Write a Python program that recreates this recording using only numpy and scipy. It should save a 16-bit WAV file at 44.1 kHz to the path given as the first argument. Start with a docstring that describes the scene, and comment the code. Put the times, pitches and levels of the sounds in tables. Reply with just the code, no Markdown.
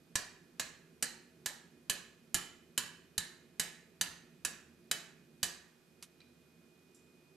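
"""A smith bends a red-hot bar in a leg vise with thirteen blows of a hand hammer, in a forge workshop.
Each blow is a short noisy clank plus ringing steel modes, a low thump of the stand and a room echo.
A shop machine runs throughout: filtered noise for its rumble, a wavering tone for its whine, with a
rush of air around it. Near the end come four light knocks of handled tools, each a tick and one ring."""
import sys
import numpy as np
from scipy import signal
from scipy.fft import rfft, irfft, next_fast_len
from scipy.io import wavfile

SR = 44100
rng = np.random.default_rng(int(sys.argv[2]) if len(sys.argv) > 2 else 0)


def output_pcm(signal):
    """Save a mono or channel-first signal as 16-bit PCM at the path in sys.argv[1].

    Samples are clipped to [-1, 1] before scaling.
    """
    pcm = np.clip(np.atleast_2d(signal).T, -1, 1) * 32767
    wavfile.write(sys.argv[1], SR, np.round(pcm).astype(np.int16))


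N = 324562  # length of the scene in samples
TIME = np.arange(N) / SR  # seconds from the start of the scene
AGE = np.arange(24000) / SR  # seconds from the start of one short sound
LEFT_RIGHT = np.array([[1], [-1]])  # adds a side signal on the left, subtracts it on the right


def undb(db):
    """Turn decibels into a gain."""
    return 10 ** (np.asarray(db) / 20)


def unit(x):
    """Scale a sound to rms 1."""
    return x / np.sqrt(np.mean(x ** 2))


def fade(t60):
    """Free decay that loses 60 dB in t60 seconds."""
    return np.exp(-np.log(1000) * AGE / max(t60, 1e-3))


def ring(hz, t60):
    """One struck mode: a dying sine that starts at a random phase."""
    phase = rng.uniform(0, 2 * np.pi)
    return np.sin(2 * np.pi * hz * AGE + phase) * fade(t60)


def bell(hz, centre_hz, octaves):
    """A smooth hump on the log-frequency axis, 1 at its centre."""
    distance = np.log2((hz + 1) / centre_hz)
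    return np.exp(-.5 * (distance / octaves) ** 2)


def curve(points):
    """Gain as a function of frequency, through (frequency [Hz], level [dB]) points."""
    hz, db = np.transpose(points)[:2]
    return lambda f: undb(np.interp(np.log(f + 1), np.log(hz), db))


def noise(gain, size):
    """Noise of rms 1 whose spectrum follows gain(Hz)."""
    length = next_fast_len(size, real=True)
    f = np.fft.rfftfreq(length, 1 / SR)
    spectrum = gain(f) * rfft(rng.standard_normal(length))
    return unit(irfft(spectrum, length)[:size])


def spread(source, side_db):
    """Two random draws of a source become the middle and the sides of a stereo pair."""
    return source() + undb(side_db) * source() * LEFT_RIGHT


def add(track, s, sound):
    """Mix a short sound into the track from time s on."""
    i = int(s * SR)
    track[:, i:i + len(AGE)] += sound[..., :N - i]


def machine(whine_hz=2474, air_db=-72):
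    """A running machine: rumble in narrow resonances, a thin whine and a smooth rush of air."""
    # rumble in the room's low resonances: (frequency [Hz], width [Hz], relative level [dB])
    hum = [(81, 10, -83), (149, 14, -79), (169.1, 23, -73), (227, 10, -77.5), (241, 17, -77),
           (283, 77, -78), (352.2, 24.4, -76), (379.7, 11, -80.5), (443, 110, -77.5), (652, 21, -86.5)]
    # rush of air in the shop: (frequency [Hz], relative level per Hz [dB])
    air_colour = [(25, -2.5), (42, -10.5), (120, 9), (300, 7.5), (480, 6.5), (620, 3.5), (1000, -1),
                  (1500, 1), (2100, -1.5), (4500, -4), (7000, -7.5), (12000, -10), (13900, -9),
                  (14600, -29)]
    # machine level; the background level dips briefly near 5.78 s: (time [s], rumble [dB], whine [dB])
    levels = [(0, -65, -81), (5.55, -64, -78), (5.779, -70.5, -80), (6, -66.5, -78), (7.36, -66.5, -74.5)]

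    def resonances(f):
        return sum(undb(db) / np.sqrt(width) / (1 + (2 * (f - hz) / width) ** 2)
                   for hz, width, db in hum)

    s, *columns = np.transpose(levels)
    rumble_db, whine_db = (np.interp(TIME, s, column) for column in columns)
    rumble = undb(rumble_db) * spread(lambda: noise(resonances, N), side_db=-17.5)
    # one slow random waver, mostly around 4 Hz, moves both the level and the phase of the whine
    waver = noise(lambda f: bell(f, 4.4, 1.5), N)
    tone = np.sin(2 * np.pi * whine_hz * TIME + .2 * waver)
    whine = undb(whine_db + .8 * waver) * tone
    air = undb(air_db) * spread(lambda: noise(curve(air_colour), N), side_db=-3.5)
    return rumble + whine + air


def echo(side_db=-6, build_s=0.0021):
    """Diffuse response of the workshop: it builds up within milliseconds and the treble dies first."""
    # workshop echo by band: (centre frequency [Hz], relative level [dB], time to fall 60 dB [s])
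    room = [(98, -0.5, 0.72), (510, 3.5, 0.49), (1840, 0.5, 0.62), (3640, -1, 0.47), (6500, -4.5, 0.45),
            (9850, -5.5, 0.38), (14000, -4, 0.29)]
    centres = np.log([row[0] for row in room])
    f = np.fft.rfftfreq(len(AGE), 1 / SR)
    white = rfft(spread(lambda: noise(np.ones_like, len(AGE)), side_db))
    tail = 0
    # each row of the identity matrix picks one band, which overlaps smoothly with its neighbours
    for share, (_, db, t60) in zip(np.eye(len(room)), room):
        band = irfft(white * np.interp(np.log(f + 1), centres, share), len(AGE))
        tail = tail + undb(db) * fade(t60) * band
    tail = tail * (1 - np.exp(-AGE / build_s))
    # bring the mean energy of the two channels to 1
    return tail / np.sqrt(np.sum(tail ** 2) / 2)


def reflect(x, response):
    """What the room returns of a sound: every sample of it starts its own echo."""
    return signal.fftconvolve(x[None], response, axes=1)[:, :len(x)]


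def tools(soft_hz=12500):
    """Light knocks of iron, a tick and one small ring; gentle contact leaves out the highest treble."""
    # (time [s], tick level [dB], tick centre [Hz], tick width [octaves], tick time to fall 60 dB [s],
    #  ring frequency [Hz], ring level [dB], room level relative to the knock [dB])
    knocks = [(6.0254, -45, 5060, 1.95, 0.083, 3040, -57, -22),
              (6.2043, -58.5, 2500, 0.89, 0.034, 3990, -52.5, -7),
              (6.216, -62, 4330, 0.14, 0.032, 2410, -56, -7),
              (6.9464, -66, 8000, 0.7, 0.13, 7390, -63.5, 1)]
    out, sent = np.zeros((2, N)), np.zeros((2, N))
    for s, db, hz, octaves, t60, ring_hz, ring_db, room_db in knocks:
        hiss = noise(lambda f: bell(f, hz, octaves) / (1 + (f / soft_hz) ** 12), len(AGE))
        tick = undb(db) * hiss * fade(t60)
        knock = tick + undb(ring_db) * ring(ring_hz, 1.03 * t60)
        add(out, s, knock)
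        add(sent, s, undb(room_db) * knock)
    return out + reflect(sent[0], echo())


def thump(jolt_db, follow=.4):
    """The jolt runs down the stand: a few damped low swings from zero; the first follows it most."""
    # low modes of the vise stand: (frequency [Hz], level before the jolt [dB], time to fall 60 dB [s])
    stand = [(36.75, -54, 0.03), (89, -50.5, 0.092), (178, -57, 0.24)]
    # only a share of the jolt's dB reaches the higher modes
    jolts = [jolt_db] + [follow * jolt_db] * (len(stand) - 1)
    return sum(undb(db + jolt) * np.sin(2 * np.pi * hz * AGE) * fade(t60)
               for (hz, db, t60), jolt in zip(stand, jolts))


def manner(s, db, soft_s=0.99):
    """A soft bar cushions the first blows; force shifts the ring from the low modes to the jaw."""
    # the bar is softest at first and stiffens over about soft_s seconds
    softness = np.exp(-(s / soft_s) ** 2)
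    # the factors of db are dB of change per dB of blow level
    low_ring_db = 0.5 - 0.72 * db
    bright_db = 0.9 - 6 * softness
    jaw_db = -2.5 + 1.5 * db - 11.5 * softness
    return low_ring_db, bright_db, jaw_db


def blow(low_db, bright_db, jaw_db, overtone_hz, overtone_db, t60, bite_db=-4, jaw_hz=3018,
         scatter_db=1.5, detune=0.00096, crush_s=0.005):
    """The hammer crushes the soft bar for a few milliseconds; gives the clank and the steel's ring."""
    # modes of vise, bar and hammer head: (frequency [Hz], relative level [dB], time to fall 60 dB [s])
    steel = [(1014, -2, 0.029), (1650, -12, 0.065), (1672.4, 1, 0.078), (1719, -6.5, 0.17),
             (1753, -3.5, 0.11), (1860, -16, 0.44), (1967, -18, 0.32), (2717, -25.5, .08),
             (3035, -4, 0.018), (3870, 0.5, 0.069), (3960, 5.5, 0.061), (4180, -19.5, 0.017),
             (4740, -3, 0.12), (5640, -30.5, 0.061), (6030, 4, 0.041), (5960, -20, 0.079),
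             (7100, -22.5, 0.14), (7020, 0, 0.082), (6600, -12, 0.023), (7440, -10, 0.032),
             (7750, 4.5, 0.04), (7800, -8.5, 0.041), (8440, -5, .035), (8950, -1, 0.13), (10770, -23, .06),
             (10904, 8.5, 0.035), (12860, -3.5, 0.057)]
    # the dense, quickly damped modes of a blow: (frequency [Hz], relative level [dB])
    clank_colour = [(60, -9.5), (200, -4.5), (500, -8.5), (800, -6.5), (1200, -5), (1700, -3), (2200, -3),
                    (3400, 0), (4200, 6.5), (5400, 0.5), (7300, 4.5), (9700, -3), (12800, -5), (15500, -37)]

    def colour(f):
        low = low_db * bell(f, 1700, 0.11)
        bite = bite_db * bell(f, 4120, 0.26)
        bright = bright_db * bell(f, 11500, 0.4)
        return undb(low + bite + bright)

    # the soft steel damps most modes at once
    contact = 1 / (1 + (AGE / crush_s) ** 4)
    clank = noise(lambda f: curve(clank_colour)(f) * colour(f), len(AGE))
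    clank = clank * (undb(-31.5) * contact + undb(-31.0) * fade(t60))
    # each blow lands on a different spot, weights the modes anew and favours two of them
    modes = 0
    for hz, db, life in steel:
        level = undb(db + scatter_db * rng.standard_normal()) * colour(hz)
        modes = modes + level * ring(hz * (1 + detune * rng.standard_normal()), life)
    jaw = undb(jaw_db - 32.0) * ring(jaw_hz, t60=0.088)
    overtone = undb(overtone_db - 36.5) * ring(overtone_hz, t60=0.06)
    attack = 1 - np.exp(-AGE / 0.00049)
    return attack * clank, attack * (undb(-39) * modes + jaw + overtone)


def hammering(boom_hz=176, boom_db=-56, room_db=-9.5, side_db=-12, far_ring_db=-4):
    """All the blows, close by: struck steel with its thump, a low boom and its echo."""
    # where a blow lands decides how it jolts the stand and which overtone it favours:
    # (time [s], relative level [dB], relative thump [dB], overtone frequency [Hz],
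    #  relative overtone level [dB], clank time to fall 60 dB [s])
    blows = [(0.1549, 0.5, 17, 8930, 4, 0.075), (0.5961, -3, -10, 6830, 6, .085),
             (1.0250, -1.5, -8, 9000, 10.5, 0.096), (1.4595, -5, -9, 6750, -2, 0.12),
             (1.8970, 0.5, -7, 9000, 0.5, 0.076), (2.3434, 1.5, 16.5, 7100, 9.5, 0.1),
             (2.7767, 0.5, -12, 6880, 1.5, .085), (3.1790, -1.5, 20, 3905, 4.5, 0.073),
             (3.5965, 0, 1.5, 7500, 0.5, 0.094), (4.0112, 1, -2, 6230, 9, 0.061),
             (4.4490, -3, -15, 10700, 5.5, 0.083), (4.9127, 0.5, 2, 3940, 3.5, 0.059),
             (5.4297, 0, 2, 4735, 9.5, 0.12)]
    out = np.zeros((2, N))
    for s, db, thump_db, overtone_hz, overtone_db, t60 in blows:
        low_db, bright_db, jaw_db = manner(s, db)
        # the steel radiates a different mix of its modes in each direction: one middle, one side draw
        rays = [blow(low_db, bright_db, jaw_db, overtone_hz, overtone_db, t60) for _ in range(2)]
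        middle, side = (clank + rings for clank, rings in rays)
        direct = middle + undb(side_db) * side * LEFT_RIGHT
        # the clank fills the room, the ring carries less far; every draw gets a fresh echo
        returned = sum(reflect(clank + undb(far_ring_db) * rings, echo()) for clank, rings in rays)
        low = thump(thump_db) + undb(boom_db) * ring(boom_hz, t60=0.42)
        add(out, s, undb(db) * (direct + low + undb(room_db) * returned))
    return out


def scene(right_db=4):
    """All the sounds together, a little to the right: that channel is right_db louder than the left."""
    balance = undb(np.array([[-right_db], [right_db]]) / 2)
    return (hammering() + tools() + machine()) * balance


def record(dry, ceiling=0.2, top_hz=15000):
    """Round the sharpest peaks smoothly below the ceiling, then cut the treble above top_hz."""
    rounded = ceiling * np.tanh(dry / ceiling)
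    low_pass = signal.ellip(8, .2, 70, top_hz, fs=SR, output="sos")
    return signal.sosfilt(low_pass, rounded)


dry = scene()
out = record(dry)
output_pcm(out)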